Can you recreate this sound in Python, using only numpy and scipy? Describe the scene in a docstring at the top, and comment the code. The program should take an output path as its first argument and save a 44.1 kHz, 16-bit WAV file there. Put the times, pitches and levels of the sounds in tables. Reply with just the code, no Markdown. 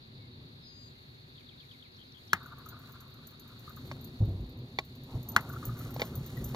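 """Mown field by a forest edge: low rumble, insects (noise bands), tree hiss and grass rustle throughout.
Birds call from the start in gliding sines; at 2.3 s a hollow plastic bat cracks on a light ball
(noise crack, ringing shell modes) and the forest answers with blurred, scattered copies.
A dog then runs up with jingling tags (inharmonic modes); from 3.9 s hollow knocks (damped modes),
from 4.2 s thuds (low sines, puffs) and later soft scuffs sound close by; a second ball is hit at 5.4 s."""
import sys
import numpy as np
from scipy import signal
from scipy.fft import rfft, irfft, next_fast_len
from scipy.io import wavfile
from scipy.ndimage import map_coordinates

SR = 44100
rng = np.random.default_rng(int(sys.argv[2]) if len(sys.argv) > 2 else 0)


def digitize_waveform(pressure):
    """Quantize a signal to 16-bit integers and store it at the path in sys.argv[1].

    Rows of a 2-D input are taken as channels; values are limited to [-1, 1].
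    """
    field = np.atleast_2d(pressure).T
    bounded = np.clip(field, -1, 1)
    quanta = np.round(bounded * 32767).astype(np.int16)
    wavfile.write(sys.argv[1], SR, quanta)


N = 288855
TIME = np.arange(N) / SR
AGE = np.arange(SR // 2) / SR  # time since an event's onset
LEFT_RIGHT = np.array([[1], [-1]])
PICKUP_CHANGE_S = 4.2  # microphone pickup changes: bass centred, insect buzz picked up a little quieter


def amp(db):
    """Decibels to gain."""
    return 10 ** (np.asarray(db) / 20)


def unit(x):
    """Scale to rms 1."""
    return x / np.sqrt(np.mean(x ** 2) + 1e-20)


def along(points, hz):
    """Interpolate (frequency, value) points on a log-frequency axis."""
    f, v = np.transpose(points)
    return np.interp(np.log(hz + 1), np.log(f + 1), v)


def over_time(points):
    """Interpolate (time, value) points at every sample."""
    return np.interp(TIME, *np.transpose(points))


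def wobble(rate_hz):
    """Smooth random curve with rate_hz knots a second."""
    knots = rng.standard_normal(int(N * rate_hz / SR) + 4)
    return map_coordinates(knots, [TIME * rate_hz])


def filtered(x, response):
    """Apply a complex frequency response."""
    n = x.shape[-1]
    m = next_fast_len(n + 8192)
    spectrum = rfft(x, m) * response(np.fft.rfftfreq(m, 1 / SR))
    return irfft(spectrum, m)[..., :n]


def noise(spectrum, shape):
    """Coloured noise of rms 1; the spectrum sets only its shape."""
    return unit(filtered(rng.standard_normal(shape), lambda hz: amp(along(spectrum, hz))))


def fade(t60_s, attack_s, t=AGE):
    """Soft rise times exponential decay."""
    return np.exp(-np.log(1000) * t / t60_s) * (1 - np.exp(-(t / attack_s) ** 2))


def add(track, s, sound):
    """Mix a sound into the track from time s, cut at the track's end."""
    start = round(s * SR)
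    part = track[..., start:start + sound.shape[-1]]
    part += sound[..., :part.shape[-1]]


def lean(left_over_right_db):
    """Left and right gains for a level difference."""
    return amp(LEFT_RIGHT * left_over_right_db / 2)


# two microphone ports: (frequency [Hz], left phase lead [rad])
PORT_PHASE = [(1180, 0), (2000, -1.8), (2600, -3.4), (3800, -6), (6500, -5), (8300, -3.35), (9900, -2.95),
              (11500, -1.4), (14000, 0)]


def ports(x):
    """Stereo from the phase difference that the microphone body makes between its two ports."""
    return filtered(x, lambda hz: np.exp(.5j * along(PORT_PHASE, hz) * LEFT_RIGHT))


# rumble level before sway and a 1.5 dB lift: (time [s], level [dB])
RUMBLE_LEVEL = [(0.0, -57), (.4, -51.5), (.55, -55.5), (1.3, -56), (1.62, -60.5), (2.2, -58), (2.42, -53),
                (3.6, -55.5), (3.86, -48), (4.15, -50), (4.55, -45), (4.8, -51.5), (5.05, -47.5),
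                (5.3, -45.5), (5.7, -43.5), (6.55, -40.5)]
# rumble colour: (frequency [Hz], relative level [dB])
RUMBLE_SPECTRUM = [(15, -34.5), (25, -15.5), (50, -9.5), (130, 4), (188, -10), (245, -3), (315, -15.5),
                   (372, -9.5), (440, -20.5), (492, -18), (565, -24), (1000, -29.5), (1300, -37),
                   (2200, -120)]
RUMBLE_SWAY_DB = 1.5


def rumble():
    """Low outdoor rumble: coloured noise with a slowly swaying level."""
    level_db = over_time(RUMBLE_LEVEL) + 1.5 + RUMBLE_SWAY_DB * wobble(12.0)
    return amp(level_db) * noise(RUMBLE_SPECTRUM, N) * lean(1.0)


# chorus colour: (frequency [Hz], relative level [dB])
INSECT_SPECTRUM = [(1650, -27.5), (2800, -33), (3310, -4), (3750, 2.5), (4050, 4), (4400, 3.5), (4920, -8),
                   (5300, -22), (7800, -46.5), (13200, -120)]
# nearer insects, before sway and pickup change: (frequency [Hz], level [dB])
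NEAR_INSECTS = [(3730, -71), (4310, -74)]
CHORUS_DB, PICKUP_LOSS_DB = -60, 1.5  # chorus before the pickup change; loss after it
SINGER_KNOTS_HZ = 130  # modulation rate, widens each tone into a buzz


def insects():
    """Chorus: wide stereo noise; nearer singers: randomly modulated tones; the pickup change quiets both."""
    buzz = amp(CHORUS_DB + 1.4 * wobble(40)) * noise(INSECT_SPECTRUM, (2, N)) * lean(0.33)
    for hz, db in NEAR_INSECTS:
        modulation = wobble(SINGER_KNOTS_HZ) + 1j * wobble(SINGER_KNOTS_HZ)
        singer = unit((modulation * np.exp(2j * np.pi * hz * TIME)).real)
        buzz = buzz + amp(db + 2.3 * wobble(2.9)) * ports(singer)
    return amp(-PICKUP_LOSS_DB * (TIME > PICKUP_CHANGE_S)) * buzz


# distant trees all around: (frequency [Hz], relative level [dB])
AIR_SPECTRUM = [(150, 8), (350, 11), (700, -1), (1500, -1), (2800, 1), (15500, -60)]
# their stereo width: (frequency [Hz], side over centre [dB])
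AIR_SIDE = [(300, 2), (1000, 11), (2500, 7)]
# forest edge ahead: (frequency [Hz], relative level [dB])
LEAF_SPECTRUM = [(500, -19), (1500, -5.5), (2500, 7), (3100, 2.5), (5500, -5.5), (9000, -7), (11800, -2.5),
                 (13000, -24), (15500, -27)]


def trees():
    """Faint hiss: wide noise from distant trees, plus phase-placed noise from the forest edge."""
    centre = noise(AIR_SPECTRUM, N)
    side = filtered(noise(AIR_SPECTRUM, N), lambda hz: amp(along(AIR_SIDE, hz)))
    around = amp(-69) * np.array([centre + side, centre - side]) * lean(1.0)
    edge = amp(-75.0) * ports(noise(LEAF_SPECTRUM, N))
    return around + edge


# grass rustle, mostly under the dog, before a 5 dB lift: (time [s], level [dB])
GRASS_LEVEL = [(0.0, -81), (0.75, -79), (2.9, -70.5), (2.99, -74.5), (3.87, -68), (4.56, -77),
               (5.64, -61.5), (6.55, -62.5)]
# grass colour: (frequency [Hz], relative level [dB])
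GRASS_SPECTRUM = [(200, 6.5), (500, 17), (1000, 7), (2200, 12.5), (4500, 4), (7000, 6.5), (12000, 6.5),
                  (15400, -3), (16300, -8.5)]
GRASS_SWAY_DB, GRASS_CRACKLE_DB = 1.8, 2  # slow swells; single blades snapping


def grass():
    """Countless blades brush together: noise with slow and fast level wobble, louder as the dog comes near."""
    texture_db = GRASS_SWAY_DB * wobble(12) + GRASS_CRACKLE_DB * wobble(350)
    blades = unit(noise(GRASS_SPECTRUM, N) * amp(texture_db))
    return amp(over_time(GRASS_LEVEL) + 5.0) * ports(blades)


def slide(start_hz, end_hz, length_s):
    """One exponentially gliding note that swells and stops."""
    u = np.linspace(0, 1, int(length_s * SR))
    hz = start_hz * (end_hz / start_hz) ** u
    return np.sin(np.pi * u ** 1.3) * np.sin(2 * np.pi * np.cumsum(hz) / SR)


def series(first_s, period_s, count):
    """Evenly spaced times."""
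    return first_s + period_s * np.arange(count)


def phrase(syllable, rhythm, count):
    """One syllable repeated evenly, each time a little different in pitch and strength."""
    out = np.zeros(N)
    for s in series(*rhythm, count):
        pitch = 1 + .012 * rng.standard_normal()
        for delay_s, start_hz, end_hz, length_s, db in syllable:
            note = slide(pitch * start_hz, pitch * end_hz, length_s)
            add(out, s + delay_s, amp(db + rng.standard_normal()) * note)
    return out


SAG_HZ, SAG_S, SINK_HZ_PER_S = 450, .03, 750  # initial excess, its time constant; steady fall
SWELL_S, STOP_S = .06, .012


def whistle(length_s, base_hz):
    """A thin tone starts high, sags, then sinks slowly; it swells, holds its level and stops short."""
    t = TIME[:int(length_s * SR)]
    glide_hz = base_hz + SAG_HZ * np.exp(-t / SAG_S) - SINK_HZ_PER_S * t
    hz = glide_hz * (1 + 0.0015 * wobble(82.0)[:len(t)])
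    envelope = np.minimum(1, t / SWELL_S) ** 2 * np.minimum(1, (t[-1] - t) / STOP_S)
    return envelope * np.sin(2 * np.pi * np.cumsum(hz) / SR)


# syllables of slides: (delay [s], start [Hz], end [Hz], length [s], relative level [dB])
SLUR_NOTES = [(0, 4580, 3130, 0.0191, -3.5), (.025, 4076, 2900, 0.017, 1), (.04, 2930, 1950, 0.042, -11.5)]
TWITTER_NOTES = [(0, 4750, 5080, 0.019, -11.5), (.052, 6380, 4870, 0.0083, -4.5)]
# tones of one call: (time [s], length [s], base frequency [Hz], level [dB])
WHISTLE_TONES = [(0.598, 0.3, 4940, -57.5), (0.629, 0.26, 6580, -73.5), (0.71, 0.21, 7450, -78)]
# lone low notes: (time [s], start [Hz], end [Hz], length [s], level [dB])
LONE_NOTES = [(0.172, 2290, 2100, 0.11, -68.5), (0.948, 2030, 2140, 0.024, -68),
              (1.15, 2360, 2140, .036, -72), (6.365, 1990, 1880, 0.021, -49)]
SLUR_RHYTHM_S, TWITTER_RHYTHM_S = (1.348, .111), (1.912, .156)  # (first, period)
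SLUR_DB, TWITTER_DB = -53, -56.5
TRILL_DELAY_S, TRILL_PERIOD_S = .072, .0125
TRILL_START_HZ, TRILL_END_HZ, TRILL_DB = 3650, 2950, 1  # level relative to the twitter


def birds():
    """Whistle, slurs, twitters ending in trills, and lone notes: gliding sines, blurred by the trees."""
    trill = [(delay_s, TRILL_START_HZ, TRILL_END_HZ, TRILL_PERIOD_S, TRILL_DB)
             for delay_s in series(TRILL_DELAY_S, TRILL_PERIOD_S, count=4)]
    song = amp(SLUR_DB) * phrase(SLUR_NOTES, SLUR_RHYTHM_S, count=5)
    song += amp(TWITTER_DB) * phrase(list(TWITTER_NOTES) + trill, TWITTER_RHYTHM_S, count=3)
    for s, length_s, hz, db in WHISTLE_TONES:
        add(song, s, amp(db) * whistle(length_s, hz))
    for s, start_hz, end_hz, length_s, db in LONE_NOTES:
        add(song, s, amp(db) * slide(start_hz, end_hz, length_s))
    leaves = rng.standard_normal((2, len(AGE))) * fade(t60_s=0.18, attack_s=.005)
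    leaves = leaves / np.linalg.norm(leaves[0])
    blur = signal.fftconvolve(song[None], leaves, axes=1)[:, :N]
    direct = filtered(song, lambda hz: np.exp(.7j * LEFT_RIGHT)) * lean(11.0)
    return direct + amp(-6.5) * blur


# soft scuffs close by: (time [s], length [s], level [dB])
SCUFF_STROKES = [(5.054, 0.15, -56), (5.241, 0.28, -52.5)]
# scuff colour: (frequency [Hz], relative level [dB])
SCUFF_SPECTRUM = [(100, -47), (350, 7.5), (800, 15), (1300, 5.5), (3000, -66), (8000, -62)]


def scuffs():
    """Dull brushing: noise that swells and stops."""
    out = np.zeros(N)
    for s, length_s, db in SCUFF_STROKES:
        stroke = np.sin(np.pi * np.minimum(AGE / length_s, 1))
        add(out, s, amp(db) * stroke * noise(SCUFF_SPECTRUM, len(AGE)))
    return out


# dull thuds close by: (time [s], level [dB], frequency [Hz], boom t60 [s], puff over boom gain [dB])
THUD_BLOWS = [(4.203, -11, 102.3, 0.2, -15.5), (4.274, -20, 95, 0.34, -13.5),
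              (4.39, -30.5, 54.6, 0.3, -12.5), (5.14, -20.5, 103.7, 0.17, -13.5),
              (5.665, -26.5, 116, 0.32, -13.5), (6.405, -31.5, 60, 0.46, -11)]
# air pushed by a thud: (frequency [Hz], relative level [dB])
PUFF_SPECTRUM = [(20, -2), (50, 9), (130, 5.5), (300, -4.5), (600, -15.5), (1000, -29.5), (2000, -62),
                 (8000, -70)]


def thuds():
    """Low, soft blows: a decaying boom sine and a longer puff of air noise."""
    out = np.zeros(N)
    for s, db, hz, t60_s, puff_db in THUD_BLOWS:
        boom = np.sin(2 * np.pi * hz * AGE) * fade(t60_s, attack_s=0.018)
        puff = noise(PUFF_SPECTRUM, len(AGE)) * fade(1.56 * t60_s, attack_s=0.0022)
        add(out, s, amp(db) * (boom + amp(puff_db) * puff))
    return out


# hollow knocks close by: (time [s], level [dB], damping [ratio, divides t60],
#   cavity level [dB], cavity frequency [Hz], lift of modes above 1.5 kHz [dB])
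KNOCK_HITS = [(3.9136, -32.5, 1.38, 7.5, 1060, -1.5), (3.9175, -36.5, 0.9, 5.5, 596, -12),
              (4.7867, -23, 0.7, -4, 830, 3), (5.9633, -31, 1.73, 12, 620, -4),
              (5.995, -34.5, 0.19, 1, 507, -8), (6.0173, -25, 0.59, 3.5, 494, 2.5),
              (6.546, -28.5, 1.63, 9, 650, -10)]
# wall modes: (frequency [Hz], relative level [dB], t60 at damping 1 [s])
WALL_MODES = [(652, -15, 0.055), (823, -8, 0.028), (1106, -13, 0.052), (2026, -5, 0.017),
              (2300, 1.5, 0.017), (3585, -5.5, 0.015), (4110, -16, 0.0072), (4470, -3, 0.0078)]
# noisy contact: (frequency [Hz], relative level [dB])
CONTACT_SPECTRUM = [(100, -4), (500, 4.5), (1400, -3.5), (4500, -4), (8000, -19), (15000, -30)]
CAVITY_T60_S, CONTACT_T60_S, CONTACT_DB = 0.014, 0.027, -4  # t60 at damping 1
THUMP_HZ, THUMP_T60_S, THUMP_DB = 243, 0.021, -16


def knocks():
    """A hollow thing is tapped: walls ring, the cavity pops over a low thump and the contact rasps."""
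    out = np.zeros(N)
    hz, level_db, t60_s = np.transpose(WALL_MODES)[:, :, None]
    flip = (-1) ** np.arange(len(hz))[:, None]  # neighbouring modes start in opposite directions
    thump = amp(THUMP_DB) * np.sin(2 * np.pi * THUMP_HZ * AGE) * fade(THUMP_T60_S, 1 / THUMP_HZ)
    for s, db, damping, cavity_db, cavity_hz, bright_db in KNOCK_HITS:
        mode_hz = hz * (1 + 0.017 * rng.standard_normal(hz.shape))
        strength = flip * amp(level_db + bright_db * (hz > 1500))
        modes = strength * np.sin(2 * np.pi * mode_hz * AGE) * fade(t60_s / damping, 0.00085)
        ring = np.sum(modes, axis=0)
        cavity_fade = fade(CAVITY_T60_S / damping, 0.00074)
        cavity = amp(cavity_db) * np.sin(2 * np.pi * cavity_hz * AGE) * cavity_fade
        rasp = noise(CONTACT_SPECTRUM, len(AGE)) * fade(CONTACT_T60_S / damping, 0.0011)
        add(out, s, amp(db) * (ring + thump + amp(CONTACT_DB) * rasp - cavity))
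    return ports(out)


RUN_START_S, RUN_END_S, STRIDE_HZ = 2.4, 6.5, 2.9  # the dog's gallop
STRIDE_TOUCH_DB, TOUCH_SPREAD_DB = 18, 2  # touches over GRASS_LEVEL


def stride_touches():
    """Each stride shakes the tags at three random times, following the grass level; rows as TAG_CLINKS."""
    strides = np.repeat(np.arange(RUN_START_S, RUN_END_S, 1 / STRIDE_HZ), 3)
    times = strides + rng.random(len(strides)) / STRIDE_HZ
    near_db = np.interp(times, *np.transpose(GRASS_LEVEL))
    return [(s, db + STRIDE_TOUCH_DB + TOUCH_SPREAD_DB * rng.standard_normal(), 0)
            for s, db in zip(times, near_db)]


# clinks at set times, 3.5 dB lower when played: (time [s], level [dB], lift of modes above 13 kHz [dB])
TAG_CLINKS = [(2.46, -49, -6), (2.6595, -48, -8), (2.6878, -41, -2), (2.9198, -51, 7), (3.0046, -44.5, -10),
              (3.27, -41.5, 3), (3.3957, -46, -3), (3.6935, -48, -2), (4.0432, -42.5, -4),
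              (5.2869, -35, -16), (5.3183, -41, -8), (5.6525, -32, 7), (6.0043, -48, 10),
              (6.1539, -39.5, 9), (6.4418, -31.5, -8)]
# collar tag modes: (frequency [Hz], relative level [dB], t60 [s])
TAG_MODES = [(6250, -14, .06), (6780, -15, .05), (10880, -13, .06), (12080, -1, .06), (12290, -9, .13),
             (14420, -7, .045), (14640, -4, .05), (15030, -12, .1)]
TICK_SPECTRUM = [(3000, -20), (6500, 24.0), (9000, 19), (12000, 29.0), (15500, -14)]  # (Hz, dB)


def tags():
    """Small metal tags tick, ring in inharmonic modes and chatter, at set times and at random in each stride."""
    out, t = np.zeros((2, N)), AGE[:SR // 8]
    hz, level_db, t60_s = np.transpose(TAG_MODES)[:, :, None]
    for s, db, upper_db in list(TAG_CLINKS) + stride_touches():
        spread_db = 2.5 * rng.standard_normal(hz.shape)
        strength = amp(level_db + upper_db * (hz > 13000) + spread_db)
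        mode_hz = hz * (1 + 0.0045 * rng.standard_normal(hz.shape))
        phase = 2 * np.pi * (mode_hz * t + rng.random(hz.shape))
        ring = np.sum(strength * np.sin(phase) * fade(t60_s, 0.0016, t), axis=0)
        tick = noise(TICK_SPECTRUM, len(t)) * fade(t60_s=0.035, attack_s=0.0002, t=t)
        touch = amp(db - 3.5) * (ring + amp(-5.0) * tick)
        add(out, s, touch)
        for delay, size in rng.random(size=(3, 2)):  # chatter within 30 ms
            add(out, s + .03 * delay, amp(-12) * size * touch)
    return ports(out)


# hollow bat and ball: (frequency [Hz], relative level [dB], t60 [s])
SHELL_MODES = [(888, -30, 0.044), (1137, -11, 0.014), (1437, 1, 0.011), (1730, -7, 0.016),
               (3430, -29, 0.013), (4180, -22, 0.019), (4620, -21.5, 0.0097)]


def shell(swell_cycles, upper_db):
    """The plastic shell's modes swell over a cycle or two and die; neighbours start in opposite directions."""
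    out = np.zeros(len(AGE))
    for k, (hz, db, t60_s) in enumerate(SHELL_MODES):
        strength = (-1) ** k * amp(db + upper_db * (1600 < hz < 2500))
        out += strength * np.sin(2 * np.pi * hz * AGE) * fade(t60_s, swell_cycles / hz)
    return out


# what the trees return: (frequency [Hz], relative level [dB])
WOODS_SPECTRUM = [(300, -9.5), (900, 3.5), (1250, 4), (1700, -11), (4000, -22.5), (10000, -42.5)]


def smear(sound, envelope):
    """Countless trunks and leaves return the sound, spread in time and dulled: noise convolution."""
    paths = noise(WOODS_SPECTRUM, len(envelope)) * envelope
    return signal.fftconvolve(sound, paths / np.linalg.norm(paths))


ECHO_T60_S, ECHO_NOTE_DB, ECHO_BLUR_DB = 0.038, -3, -18.5


def echo(hz):
    """Trees return a narrow part of the shell's note as one short, blurred pock."""
    note = np.sin(2 * np.pi * hz * AGE) * fade(ECHO_T60_S, attack_s=0.0045)
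    blur = smear(shell(swell_cycles=1, upper_db=0), fade(t60_s=0.07, attack_s=0.002))[:len(AGE)]
    return amp(ECHO_NOTE_DB) * note + amp(ECHO_BLUR_DB) * blur


GROUND_HZ, GROUND_WIDTH_HZ, GROUND_DEPTH = 560, 380, 0.75


def ground(x):
    """The reflection off the soft turf cancels the low mids of a far sound: a broad dip."""
    def response(hz):
        width = 1j * hz * GROUND_WIDTH_HZ
        return 1 - GROUND_DEPTH * width / (GROUND_HZ ** 2 - hz ** 2 + width)
    return filtered(x, response)


# bat on ball: (time [s], level [dB], lift of 1.6-2.5 kHz shell modes [dB], crack gain [dB],
#   rebound delay [s], rebound gain [dB], forest wash gain [dB])
BAT_HITS = [(2.3315, -3.5, 0, -11.5, 0.0030, -19, -29), (5.363, 0.5, -9, -16, 0.0028, -44, -33)]
# crack colour: (frequency [Hz], relative level [dB])
CRACK_SPECTRUM = [(300, 1), (1500, 4), (2600, 6.5), (4000, -3.5), (9000, -4.5), (16500, -17)]
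# scatter off the turf: (frequency [Hz], relative level [dB])
TURF_SPECTRUM = [(35, -13), (140, 6), (300, -4), (550, -8), (1000, 0), (1800, 1), (4000, -23), (15000, -32)]
# cracks returned by single stands of trees, each with its own colour:
#   (time [s], level [dB], frequency [Hz])
TREE_ECHOES = [(2.457, -31, 1444), (2.659, -29.5, 1280), (2.739, -36, 1240), (3.675, -31.5, 1215),
               (3.697, -34.5, 1244), (3.768, -32, 1240), (5.497, -29, 1450), (5.561, -28, 1350),
               (5.625, -28, 1240), (5.690, -27.5, 1250), (5.758, -34.5, 1160), (5.805, -32.5, 1305)]
# batter a little to the left: (frequency [Hz], left over right [dB])
BAT_LEAN = [(4500, 2.6), (8000, 0)]
SHELL_LAG_S = 0.00043  # the shell answers just after first contact
WASH_RISE_S = 0.065  # the open field keeps the forest's answer back


def bat():
    """Each hit: noise crack, shell pock, rebound, turf scatter and the forest's long, pattering answer."""
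    direct, woods = np.zeros(N), np.zeros(N)
    long = TIME[:2 * SR]
    for s, db, upper_db, crack_db, rebound_s, rebound_db, wash_db in BAT_HITS:
        crack = noise(CRACK_SPECTRUM, len(AGE)) * fade(t60_s=0.021, attack_s=0.00047)
        pock = amp(db + crack_db) * crack
        add(pock, SHELL_LAG_S, amp(db) * shell(1.52, upper_db))
        add(direct, s, pock)
        add(direct, s + rebound_s, amp(rebound_db) * pock)
        scatter = noise(TURF_SPECTRUM, len(AGE)) * fade(t60_s=0.11, attack_s=0.001)
        add(direct, s, amp(db - 24.5) * scatter)
        trunks = amp(4.5 * wobble(60))[:len(long)]  # patter
        near = fade(t60_s=3.4, attack_s=WASH_RISE_S, t=long)
        far = amp(-9.5) * fade(t60_s=8.1, attack_s=1.0, t=long)
        add(woods, s, amp(wash_db) * smear(pock, trunks * (near + far)))
    for s, db, hz in TREE_ECHOES:
        add(woods, s, amp(db) * echo(hz))
    return filtered(ports(ground(direct) + woods), lambda hz: lean(along(BAT_LEAN, hz)))


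def scene():
    """Everything on the field, background to bat."""
    background = rumble() + insects() + trees() + grass() + birds()
    return background + scuffs() + thuds() + knocks() + tags() + bat()


LOW_CUT_HZ, TOP_HZ, NARROW_BELOW_HZ = 17, 16000, 900


def record(dry):
    """Centres the bass after the pickup change; cuts the deepest rumble and all above the band limit."""
    side = (dry[0] - dry[1]) / 2
    low_side = filtered(side, lambda hz: 1 / (1 + (hz / NARROW_BELOW_HZ) ** 8)) * (TIME > PICKUP_CHANGE_S)
    centred = dry - LEFT_RIGHT * low_side

    def band(hz):
        low_cut = hz ** 4 / (hz ** 4 + LOW_CUT_HZ ** 4)
        return low_cut / (1 + (hz / TOP_HZ) ** 120)
    return filtered(centred, band)


dry = scene()
out = record(dry)
digitize_waveform(out)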